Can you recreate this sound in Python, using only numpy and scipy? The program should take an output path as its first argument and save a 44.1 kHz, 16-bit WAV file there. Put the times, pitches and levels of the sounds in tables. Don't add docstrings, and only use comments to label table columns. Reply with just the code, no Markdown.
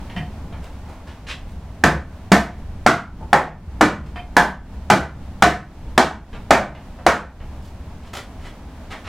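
import sys
import numpy as np
from scipy import signal
from scipy.fft import rfft, irfft, next_fast_len
from scipy.io import wavfile
from scipy.ndimage import uniform_filter1d, map_coordinates

SR = 44100
rng = np.random.default_rng(int(sys.argv[2]) if len(sys.argv) > 2 else 0)


def pcm_store(signal):
    levels = np.round(np.clip(np.atleast_2d(signal), -1, 1) * 32767)
    wavfile.write(sys.argv[1], SR, levels.astype(np.int16).T)


N = 400428
EVENT_T_S = np.arange(SR * 6 // 10) / SR
EVENT_N = len(EVENT_T_S)


def amp(db):
    return 10 ** (np.asarray(db) / 20)


def unit(x):
    return x / np.sqrt(np.mean(x ** 2) + 1e-20)


def along(points, hz):
    f, value = np.transpose(points)
    return np.interp(np.log(hz + 1), np.log(f + 1), value)


def filtered(x, response):
    n = x.shape[-1]
    padded_n = next_fast_len(n + 8192)
    f = np.fft.rfftfreq(padded_n, 1 / SR)
    return irfft(rfft(x, padded_n) * response(f), padded_n)[..., :n]


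def wobble(knots_hz):
    knots = rng.standard_normal(int(N * knots_hz / SR) + 4)
    return map_coordinates(knots, [np.arange(N) * knots_hz / SR])


def decay(t60_s):
    return amp(-60 * EVENT_T_S / t60_s)


def soft_start(rise_s):
    return 1 - np.exp(-(EVENT_T_S / rise_s) ** 2)


def ring(modes, scatter_db):
    hz, db, t60_s = np.transpose(modes)[..., None]
    size = amp(db + scatter_db * rng.standard_normal(db.shape))
    steps = rng.standard_normal((len(hz), EVENT_N))
    drift = 0.0012 * np.sqrt(hz) * np.cumsum(steps, axis=1)
    phase = 2 * np.pi * (hz * EVENT_T_S + rng.random(db.shape)) + drift
    partials = size * decay(t60_s) * np.sin(phase)
    return partials.sum(axis=0) * soft_start(0.0022)


def puff(t60_s):
    return rng.standard_normal(EVENT_N) * decay(t60_s) * soft_start(0.0017)


def tone(body_db, edge_db):
    points = [(150, body_db - 5.5), (900, body_db), (2900, 0.014),
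              (4200, 0.33 * edge_db), (9000, edge_db), (16000, 2.0 * edge_db)]
    return lambda f: amp(along(points, f))


# f/Hz, t60/s
SHOP_DECAY = [(100, 0.46), (260, 0.25), (700, 0.26), (1840, 0.26), (4850, 0.23), (12800, 0.21)]
# f/Hz, relative side level/dB
REFLECTION_WIDTH = [(60, -57), (150, -49.5), (380, -82), (950, -13.5), (2380, 0.5), (5980, 4),
                    (15000, 15.5)]


def in_shop(x, feed, wet_db):
    noise = rng.standard_normal((2, EVENT_N))
    hz, t, bins = signal.stft(noise, SR, nperseg=512)
    fade = amp(-60 * t / along(SHOP_DECAY, hz)[:, None])
    tail = signal.istft(bins * fade, SR, nperseg=512)[1][:, :EVENT_N]
    tail = tail * (1 - np.exp(-EVENT_T_S / 0.0037))
    tail = tail / np.linalg.norm(tail[0])
    wet = signal.fftconvolve(feed[None], tail, axes=1)[:, :EVENT_N]
    mid, side = amp(wet_db) * wet
    side = amp(-13.5) * filtered(side, lambda f: amp(along(REFLECTION_WIDTH, f)))
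    return np.array([x + mid, side])


def add(out, start_s, x):
    part = out[:, round(start_s * SR):][:, :x.shape[1]]
    part += x[:, :part.shape[1]]


# t/s, rumble level/dB, hiss level/dB
ROOM_LEVELS = [(0, -32.5, -40.5), (.5, -31.5, -44.5), (1, -36, -44.5), (1.8, -35, -46), (3, -32, -46),
               (4.5, -33, -46), (6, -33, -45), (7.5, -34.5, -45), (8.3, -35.5, -44.5), (9.08, -37.5, -43.5)]
# f/Hz, relative level/dB
RUMBLE_SPECTRUM = [(9, 1.5), (16, -15), (30, 9), (40, -4.5), (52, 3.5), (67, 7.5), (82, 3), (105, -2),
                   (128, -8.5), (160, -6), (198, -5), (240, -16), (300, -19.5), (450, -23.5), (900, -91.5)]
# f/Hz, relative level/dB
HISS_SPECTRUM = [(150, -15.5), (250, 2), (324, -8), (406, -11), (649, -7), (684, -9), (872, -8),
                 (1210, -15), (5980, -32.5), (15800, -43.5)]
# f/Hz, side minus mid/dB
ROOM_WIDTH = [(60, -72.5), (150, -68), (380, -34.5), (950, -19.5), (2380, -5), (5980, -0.5), (15000, 0)]


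def room_tone():
    knot_s, rumble_db, hiss_db = np.transpose(ROOM_LEVELS)
    t = np.arange(N) / SR
    rumble_level_db = np.interp(t, knot_s, rumble_db) + 1.9 * wobble(12)
    hiss_level_db = np.interp(t, knot_s, hiss_db) + 0.6 * wobble(11)
    layers = 0
    for spectrum, db in [(RUMBLE_SPECTRUM, rumble_level_db), (HISS_SPECTRUM, hiss_level_db)]:
        noise = rng.standard_normal((2, N))
        pair = filtered(noise, lambda f: amp(along(spectrum, f) + [0 * f, along(ROOM_WIDTH, f)]))
        layers = layers + amp(db) * pair / np.std(pair[0])
    return layers


FIRM_DB, SOFTER_PER_DB = -30, 0.06
# t/s, rise/s, fall/s (to -20 dB), level/dB, body/dB, edge/dB
SCUFF_STROKES = [(0.598, 0.038, 0.13, -49.5, 8, -12), (0.85, 0.04, 0.19, -47, 20, -10),
                 (1.06, 0.039, 0.064, -45.5, 7, -19), (1.268, .035, 0.039, -33.5, -5.5, -22.5),
                 (1.46, 0.037, 0.068, -59, -5, -8), (4.049, 0.017, 0.029, -52, -2, -16),
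                 (7.601, 0.052, .06, -55, -12, -9), (7.991, 0.087, 0.023, -55, -3, -18),
                 (8.131, 0.052, 0.032, -34, 5.5, -12.5), (8.379, 0.084, 0.049, -45, 8, -15),
                 (8.9, 0.022, 0.065, -39, 6, -17), (9.04, 0.038, 0.023, -38.5, 6.5, -21)]


def scuffs():
    out = np.zeros((2, N))
    t = EVENT_T_S
    for start_s, rise_s, fall_s, db, body_db, edge_db in SCUFF_STROKES:
        softness = max(SOFTER_PER_DB * (FIRM_DB - db), 0)
        grit = rng.standard_normal(EVENT_N) * amp(4.3 * rng.standard_normal(EVENT_N))
        stutter = amp(4 * map_coordinates(rng.standard_normal(100), [t * 150]))
        swell = np.minimum(t / rise_s, 1) ** softness
        stroke = np.where(t < rise_s, swell, amp(-20 * (t - rise_s) / fall_s))
        rub = stroke * stutter * unit(filtered(grit, tone(body_db, edge_db)))
        add(out, start_s, amp(db) * in_shop(rub, rub, wet_db=0.2))
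    return out


TAP_EDGE_DB, TAP_CLAMP_DB = -29.5, -49
# t/s, level/dB, body/dB, rattle t60/s, thud/dB, batten ring/dB
TAP_CONTACTS = [(0.097, -33, -5, 0.024, -27, -12), (0.162, -22, 3, 0.03, 11.5, -8),
                (.524, -33.5, 14, 0.087, -22, -13), (0.63, -38, 15, .06, -21, -29),
                (3.208, -32, 39, .08, -18, -31), (4.157, -27.5, 8, 0.051, -27, -5.5),
                (6.328, -31, 9.5, 0.12, -18, -22), (6.748, -29, 11, 0.031, -18, -15.5),
                (6.987, -32.5, 19, 0.057, -21, -32), (7.401, -34.5, 13, 0.045, -26, -34),
                (8.468, -44, -11, 0.033, -51, -30), (8.928, -24, 8.5, 0.024, -23, -36)]
# f/Hz, level/dB, t60/s
BATTEN_MODES = [(711, 0, .22), (937, -3, .1), (1147, -7, .08), (1820, -5, .09), (2099, -7, .07),
                (2428, -6, .12), (3106, -6, .06)]
# f/Hz, level/dB, t60/s
FRAME_MODES = [(67.8, -18.5, 0.21), (154.6, -14.5, 0.15), (199, -11.5, 0.13), (316.1, -18, 0.2),
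               (370, -17, 0.069), (575, -4.5, 0.021), (724, -9.5, 0.073), (840, 1.5, 0.015),
               (946, -23, 0.055), (1224, -25, 0.031), (1254, -7.5, 0.006), (1422, -0.5, 0.02),
               (1519, -15, 0.12), (1682, -1, 0.019), (1771, -7.5, 0.034), (1963, -9.5, 0.019),
               (2064, -22.5, 0.077), (2280, -14, 0.042), (2420, -23.5, 0.054)]
# f/Hz, level/dB, t60/s
CLAMP_MODES = [(5010, -9, .1), (7300, -10, .1), (8740, -11, .15), (9870, -9, .18), (11720, -8, .16)]


def taps():
    out = np.zeros((2, N))
    for start_s, db, body_db, rattle_s, thud_db, batten_db in TAP_CONTACTS:
        rattle = filtered(puff(rattle_s), tone(body_db, TAP_EDGE_DB))
        batten = ring(BATTEN_MODES, scatter_db=2)
        steel = ring(CLAMP_MODES, scatter_db=3)
        thud = ring(FRAME_MODES[1:3], scatter_db=1)
        tap = rattle / np.abs(rattle).max()
        tap = tap + amp(batten_db) * batten + amp(thud_db) * thud + amp(TAP_CLAMP_DB) * steel
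        add(out, start_s, amp(db) * in_shop(tap, tap, wet_db=4.5))
    return out


THUD_DB = 21.5
CLACK_DB, CLACK_SHARE = -3, 0.32
# t/s, strength/dB, hardness/dB, clamp ring/dB, knock f/Hz
MALLET_BLOWS = [(1.837, 26, 0.5, -19.5, 540), (2.317, 23.5, 5, -14, 673), (2.862, 30.5, -0.5, -24, 619),
                (3.329, 31, -4, -21, 796), (3.809, 28.5, -2.3, -40, 715), (4.366, 30.5, 1, -15, 729),
                (4.9, 26, 4, -13, 667), (5.422, 31, 1.5, -15, 673), (5.977, 30, 3, -27, 640),
                (6.506, 30.5, 0.5, -21, 721), (7.064, 32, -0.6, -20, 730)]
BLOW_PARTS_HZ = [220, 700, 1550, 5000]
# f/Hz, relative level/dB
CONTACT_COLOUR = [(47, -37.5), (80, -28.5), (212, 3), (430, -8.5), (699, -5), (853, -8), (1520, -6.5),
                  (2520, -21.5), (7450, -33), (15800, -59.5)]


def mallet():
    out = np.zeros((2, N))
    click = np.arange(EVENT_N) == 88
    for start_s, db, hard_db, clamp_db, knock_hz in MALLET_BLOWS:
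        clack_db = db + CLACK_DB + CLACK_SHARE * hard_db
        parts_db = [THUD_DB, db, clack_db, db + hard_db]
        strength = list(zip(BLOW_PARTS_HZ, parts_db))
        colour = lambda f: amp(along(CONTACT_COLOUR, f) + along(strength, f))

        boards = ring(FRAME_MODES, scatter_db=2)
        knock = ring([(knock_hz, -3, 0.035)], scatter_db=0)
        wood = amp(-8.5) * filtered(boards + knock, lambda f: amp(along(strength, f)))
        steel = ring(CLAMP_MODES, scatter_db=3)
        rings = wood + amp(clamp_db) * steel

        snap = amp(26.5) * filtered(puff(0.012), lambda f: colour(f) * f / (f + 5000))
        snap = np.roll(snap, 90)
        chatter = amp(6.0) * filtered(puff(0.029), colour)
        direct = soft_start(0.0016) * (snap + chatter + rings)
        feed = amp(32.0) * filtered(click, colour) + rings
        add(out, start_s, in_shop(direct, feed, wet_db=-3))
    return out


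# f/Hz, left minus right/dB
BALANCE = [(500, 0), (1200, -.8), (8000, -.7), (14000, -1.6)]


def scene():
    mid, side = room_tone() + scuffs() + taps() + mallet()
    pair = np.array([mid + side, mid - side])
    return filtered(pair, lambda f: amp(along(BALANCE, f) * [[0.5], [-0.5]]))


TOP_HZ = 15950


def record(dry):
    over_db = 20 * np.log10(np.abs(dry).max(axis=0) + 1e-9) + 3
    need_db = -np.maximum(0.75 * over_db, 0)
    climb_db = 55 * np.arange(N) / SR
    gain_db = np.minimum(climb_db + np.minimum.accumulate(need_db - climb_db), 0)
    smoothing_n = int(0.0015 * SR)
    x = dry * amp(uniform_filter1d(gain_db, smoothing_n))
    x = x / (1 + np.abs(x) ** 12) ** (1 / 12)
    return np.clip(filtered(x, lambda f: f < TOP_HZ), -1, 1)


dry = scene()
out = record(dry)
pcm_store(out)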